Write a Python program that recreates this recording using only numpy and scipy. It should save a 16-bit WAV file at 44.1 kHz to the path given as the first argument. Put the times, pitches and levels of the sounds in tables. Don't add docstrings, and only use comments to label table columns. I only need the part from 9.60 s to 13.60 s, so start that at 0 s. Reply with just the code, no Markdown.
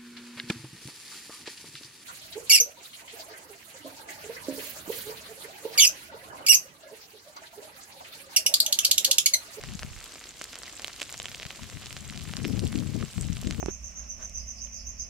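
import sys
import numpy as np
from scipy import signal
from scipy.fft import rfft, irfft
from scipy.io import wavfile
from scipy.ndimage import uniform_filter1d

SR = 44100
rng = np.random.default_rng(int(sys.argv[2]) if len(sys.argv) > 2 else 0)


def log_audio(samples):
    frames = np.atleast_2d(samples).T
    limited = np.clip(frames, -1, 1)
    pcm = np.round(limited * 32767).astype(np.int16)
    wavfile.write(sys.argv[1], SR, pcm)


N = 176400
TIME = np.arange(N) / SR
AIR_HZ = 12200
SNAP_TOP = 2.06


def pops():
    # start_s, level_db, pitch_hz, q
    flake_snaps = [(0.0376, -32.5, 4700, 0.094), (0.193, -30.5, 4060, 0.68), (0.2253, -32.5, 1820, 3.5),
                   (0.2317, -28, 2830, 0.25), (0.442, -32.5, 11100, 2.8), (0.814, -28, 2300, 0.16),
                   (0.8193, -31, 7560, 1.9), (0.8412, -28, 9400, 0.46), (0.9314, -34, 3200, 0.49),
                   (0.9555, -32, 4530, 0.54), (0.988, -34, 8500, 3.2), (1.0337, -32.5, 4740, 3.3),
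                   (1.0795, -34.5, 1980, 6), (1.196, -32, 3240, 0.13), (1.2203, -33, 7840, 0.74),
                   (1.2737, -34, 5040, 2.6), (1.281, -29, 3470, 0.34), (1.4006, -32, 3330, 1),
                   (1.4132, -33, 3620, 0.57), (1.4202, -32, 4140, 0.53), (1.4292, -27.5, 3920, 0.9),
                   (1.4936, -34, 2940, 0.73), (1.501, -35.5, 12500, 2.9), (1.5262, -30.5, 7500, 4.5),
                   (1.54, -35, 4460, 1), (1.543, -32, 2160, 0.3), (1.578, -33, 6570, 2.8),
                   (1.619, -33.5, 3380, 0.83), (1.6296, -31.5, 9000, 4.5), (1.684, -32.5, 2900, 1.6),
                   (1.7166, -34, 3120, 0.92), (1.747, -28.5, 3170, 2.1), (1.7988, -31.5, 2660, 0.75),
                   (1.822, -32.5, 2700, 1.2), (1.8301, -29.5, 2510, 1.4), (1.8527, -31.5, 2600, 0.48),
                   (1.8652, -35, 3300, 0.85), (1.906, -30, 2540, 1.1), (2.2593, -32.5, 4700, 1.1),
                   (2.268, -34, 3350, 2.7), (2.3073, -34.5, 2320, 2.2), (2.328, -32, 5880, 0.26),
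                   (2.3666, -30.5, 2700, 0.64), (2.4994, -31, 3100, 0.82), (2.5758, -31.5, 4400, 1),
                   (2.7366, -28, 2330, 0.29), (2.7682, -25, 4400, 1.6), (2.8448, -31.5, 2600, 2),
                   (2.8502, -25, 2300, 1.6), (2.9935, -28.5, 4060, 1.4), (3.069, -32, 3300, 5.2),
                   (3.0768, -34.5, 8800, 1.6), (3.1278, -33, 2220, 0.61), (3.1552, -33.5, 4700, 0.98),
                   (3.159, -33, 2800, 3), (3.1767, -34, 8300, 2.5), (3.188, -33.5, 4180, 2),
                   (3.427, -32.5, 1610, 0.89), (3.5805, -34, 2310, 0.24), (3.6112, -26.5, 8100, 8.6),
                   (3.6233, -32, 7900, 6.7), (3.769, -33, 2770, 0.74), (3.8149, -33, 11500, 0.79),
                   (3.8716, -32.5, 4370, 1.4), (3.9095, -25.5, 3320, 0.56), (3.924, -35, 2640, 1.5)]
    # centre_hz, gain_db, q
    slab_eq = [(3200, -1, 1.2), (5070, -1.5, 0.44)]
    # start_s, level_db, pitch_hz, q, step_gap_s, top_hz
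    plate_breaks = [(1.2454, -22, 3670, 1.9, 0.000089, 9500), (1.4169, -21.5, 2770, 1.25, 0.0001, 13000),
                    (1.6, -25, 4100, 4.7, 0.00011, 5300), (1.6566, -25.5, 3500, 3.4, .000109, 8050)]
    start_s, db, hz, q = np.transpose(flake_snaps)
    flakes = cracks(start_s, db + 2, hz, q, SNAP_TOP * hz)
    start_s, db, hz, q, gap_s, top_hz = np.transpose(plate_breaks)
    plates = cracks(start_s, db, hz, q, top_hz, gap_s)
    return colour(flakes, slab_eq) + plates


def cracks(start_s, db, hz, q, top_hz, gap_s=0, scatter_db=-11):
    size, low_hz, high_hz, thud_hz = 1024, 235, 11600, 783
    splinter_s, rock_s = 0.0012, 0.012
    t, f = np.arange(size) / SR, np.fft.rfftfreq(size, 1 / SR)
    db, hz, q, top_hz, gap_s = (np.reshape(x, (-1, 1, 1)) for x in (db, hz, q, top_hz, gap_s))
    noise = rng.standard_normal((len(start_s), 3, size))
    thud = from_db(-4) * resonance(f, thud_hz, q=1) * np.minimum(2 * thud_hz / hz, 1) / np.sqrt(q)
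    steps = 1 + .85 * np.exp(-2j * np.pi * f * gap_s)
    s = 1j * f / top_hz
    snap = steps / (1 + np.sqrt(2) * s + s ** 2)
    passband = resonance(f, np.sqrt(low_hz * high_hz), np.sqrt(low_hz / high_hz))
    body = snap * (resonance(f, hz, q) + thud) * passband
    splinters = noise[:, :1] * np.exp(-t / splinter_s) * np.sqrt(2 / (splinter_s * SR))
    rock = noise[:, 1:] * np.exp(-t / rock_s) * np.sqrt(2 / (rock_s * SR)) * from_db(-4.5)
    tail = from_db(scatter_db) * rfft(splinters + rock)
    sides = np.array([[-1], [1]])
    lag_s = 20e-6 + 25e-6 * noise[:, :1, -1:]
    pan_db = 1 + 1.5 * noise[:, 1:2, -1:]
    arrival = np.exp(-2j * np.pi * f * (4 / SR - sides * lag_s / 2))
    waves = irfft(body * arrival * (1 + tail))
    waves = signal.lfilter(*signal.butter(2, AIR_HZ, fs=SR), waves)
    power = (waves ** 2).sum(axis=2).mean(axis=1) * 1000 / SR
    waves *= from_db(db + sides * pan_db / 2) / np.sqrt(power)[:, None, None]
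    out = np.zeros((2, N + size))
    for start, wave in zip(np.clip(start_s * SR, 0, N).astype(int), waves):
        out[:, start:start + size] -= wave
    return out[:, :N]


def crackle(per_s, top_db, range_db, hz, spread_oct, q, scatter_db):
    # time_s, crack_rate_db
    activity = [(0, -2.5), (.6, -1.5), (1.2, 0), (1.55, 1), (1.83, 3.5), (2.1, 0.5), (2.7, 0.5), (3.5, -2)]
    born = rng.random(N) < per_s * from_db(in_time(activity)) / SR
    db = top_db - range_db * np.sqrt(rng.random(N)[born])
    pitch_hz = np.minimum(hz * 2 ** (spread_oct * rng.standard_normal(N)[born]), AIR_HZ)
    return cracks(TIME[born], db, pitch_hz, q, SNAP_TOP * pitch_hz, scatter_db=scatter_db)


def rings():
    # start_s, peak_db, pitch_hz, t60_s
    pings = [(.988, -38.5, 8600, .02), (1.416, -26, 7880, .009), (1.993, -34.5, 970, 0.02),
             (3.426, -30, 1250, 0.016)]
    out = np.zeros(N)
    for start_s, db, hz, t60_s in pings:
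        t = np.maximum(TIME - start_s, 0)
        out += from_db(db - np.minimum(60 * t / t60_s, 200)) * np.sin(2 * np.pi * hz * t)
    return out


def sizzles():
    # peak_s, half_length_s, level_db, centre_hz, width_hz
    jets = [(2.878, 0.052, -51, 5370, 550), (3.604, 0.069, -51.5, 7750, 900)]
    out = np.zeros((2, N))
    for peak_s, half_s, db, hz, width_hz in jets:
        jet = rms_one(band(rng.standard_normal((2, N)), hz - width_hz / 2, hz + width_hz / 2))
        out += from_db(db) * np.exp(-((TIME - peak_s) / half_s) ** 2) * jet
    return out


def hiss():
    # frequency_hz, relative_db
    spectrum = [(40, 13), (130, 1), (300, 4.5), (680, -2.5), (900, 2), (1450, -4), (2200, -0.5), (3200, 1),
                (5000, 0), (7800, -0.5), (9500, -2.5), (12500, -10), (15500, -22)]
    # frequency_hz, left_right_correlation
    likeness = [(60, 0.66), (290, 0.93), (1400, 0.74), (3100, .6), (6800, 0), (15000, 0)]
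    out, shared_flicker = 0, drift(25)
    edges = 40 * 2 ** (np.arange(27) / 3)
    white = rng.standard_normal((2, 2, N))
    for k, (low, high) in enumerate(zip(edges, edges[1:])):
        mid, side = band(white[k % 2], low, high)
        hz = np.sqrt(low * high)
        alike = at_hz(likeness, hz)
        stereo = np.sqrt(1 + alike) * mid + np.sqrt(1 - alike) * side * [[1], [-1]]
        flicker_db = 2 * (0.54 * shared_flicker + drift(28))
        out += from_db(at_hz(spectrum, hz) + flicker_db) * stereo
    return from_db(-49.5) * rms_one(out)


def wind():
    # time_s, relative_db
    left_gusts = [(0.0, -55.5), (0.11, -39.5), (0.21, -56), (0.23, -43.5), (0.49, -73.5), (1.4, -66),
                  (1.67, -54), (1.97, -61.5), (2.03, -41.5), (2.1, -58.5), (2.16, -38.5), (2.19, -52.5),
                  (2.7, -39.5), (2.75, -43.5), (2.79, -36.5), (2.97, -29.5), (3.01, -34), (3.035, -25.5),
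                  (3.12, -40), (3.145, -30), (3.33, -36), (3.365, -30), (3.4, -35), (3.435, -32),
                  (3.52, -63), (3.58, -34), (3.68, -34.5), (3.7, -32), (3.8, -42), (3.87, -31), (3.97, -40),
                  (4.0, -27.5)]
    right_gusts = [(0, -55.5), (.18, -53.5), (.37, -48.5), (.48, -66.5), (1.2, -81), (2.85, -63),
                   (3.05, -47.5), (3.3, -57), (3.62, -61), (3.9, -45.5), (4, -66)]
    # frequency_hz, relative_db
    left_tone = [(25, -14), (55, -2.5), (85, 0.5), (130, -1), (190, 0.5), (310, -10.5), (400, -17),
                 (640, -19), (1000, -53)]
    right_tone = [(25, 0), (60, 5), (130, -12), (200, -11.5), (350, -1), (1000, -45)]
    left = from_db(6) * buffeting(left_gusts, left_tone) + thumps()
    right = from_db(7.5) * buffeting(right_gusts, right_tone)
    return np.array([left, right])


def buffeting(gusts, tone):
    # time_s, rise_octaves
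    pitch_rise = [(2.6, 0), (2.9, 0.32), (3.4, 0.34), (3.55, 0)]
    knee_hz, neutral_db = 163, -25.5
    level_db, lumps_db = in_time(gusts), 3 * drift(35)
    db_per_octave = level_db + 0.16 * lumps_db - neutral_db
    out, pitch = 0, 2 ** in_time(pitch_rise)
    edges = 20 * 2 ** np.arange(0, 6.1, .5)
    white = rng.standard_normal((2, N + SR // 2))
    for k, (low, high) in enumerate(zip(edges, edges[1:])):
        hz = np.sqrt(low * high)
        tilt_db = db_per_octave * max(np.log2(hz / knee_hz), 0)
        flutter_db = lumps_db + 1.47 * drift(13.6)
        gain = from_db(at_hz(tone, hz / pitch) + tilt_db + flutter_db)
        out += gain * band(white[k % 2], low, high)[-N:]
    running_rms = np.sqrt(uniform_filter1d(out ** 2, 2000) + 1e-20)
    return from_db(level_db) * out / running_rms


def thumps():
    # peak_s, peak_db, pitch_hz
    eddies = [(0.153, -25.5, 150), (0.249, -25, 150), (1.861, -29, 120), (2.855, -16, 256),
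              (3.035, -13.5, 220), (3.157, -15, 205), (3.579, -15.5, 123), (3.702, -12.5, 135),
              (3.871, -13, 192)]
    out = np.zeros(N)
    for peak_s, db, hz in eddies:
        u = (np.pi * hz * (TIME - peak_s)) ** 2
        out -= from_db(db) * (1 - 2 * u) * np.exp(-u)
    return out


def from_db(db):
    return 10 ** (np.asarray(db) / 20)


def rms_one(x):
    return x / np.sqrt(np.mean(x ** 2) + 1e-20)


def in_time(curve):
    return np.interp(TIME, *np.transpose(curve))


def at_hz(points, hz):
    points_hz, values = np.transpose(points)
    return np.interp(np.log(hz), np.log(points_hz), values)


def drift(rate_hz):
    hop, settle = 40, 2000
    pole = np.exp(-2 * np.pi * rate_hz * hop / SR)
    white = rng.standard_normal(N // hop + settle + 2)
    slow = signal.lfilter([1], [1, -2 * pole, pole * pole], white)[settle:]
    return np.interp(np.arange(N) / hop, np.arange(len(slow)), rms_one(slow))


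def band(x, low_hz, high_hz):
    return signal.sosfilt(signal.butter(2, [low_hz, high_hz], "band", fs=SR, output="sos"), x)


def resonance(f, hz, q):
    s = 1j * f / hz
    return s / q / (1 + s / q + s * s)


def colour(x, peaks):
    for hz, db, q in peaks:
        a, w = from_db(db / 2), 2 * np.pi * hz / SR
        k, centre = np.sin(w) / (2 * q), -2 * np.cos(w)
        x = signal.lfilter([1 + k * a, centre, 1 - k * a], [1 + k / a, centre, 1 - k / a], x)
    return x


def scene():
    bed = wind() + hiss()
    accents = pops() + rings() + sizzles()
    small_cracks = crackle(per_s=62.5, top_db=-35.5, range_db=7,
                           hz=3010, spread_oct=0.95, q=1.3, scatter_db=-13)
    glass_ticks = crackle(per_s=41.5, top_db=-32.5, range_db=18,
                          hz=7786, spread_oct=0.22, q=12.5, scatter_db=-1.5)
    fine_crackle = crackle(per_s=500, top_db=-44, range_db=8.5,
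                           hz=3696, spread_oct=1.74, q=0.86, scatter_db=-5.5)
    return accents + small_cracks + glass_ticks + fine_crackle + bed


def record(dry):
    # centre_hz, gain_db, q
    left_port = [(910, -6, 4.9), (2130, 2, 9.9), (3400, -4.5, 6.5), (7100, 3, 1), (9360, -11.5, 3.2),
                 (12900, 2, 2.5)]
    right_port = [(854, -7, 3.5), (3100, 3, 3.2), (5900, -3, 9), (7570, 5, 1.67), (12150, -7, 0.81)]
    coloured = np.array([colour(dry[0], left_port), colour(dry[1], right_port)])
    return signal.sosfilt(signal.ellip(10, .1, 80, 16000, fs=SR, output="sos"), coloured)


dry = scene()
out = record(dry)
log_audio(out)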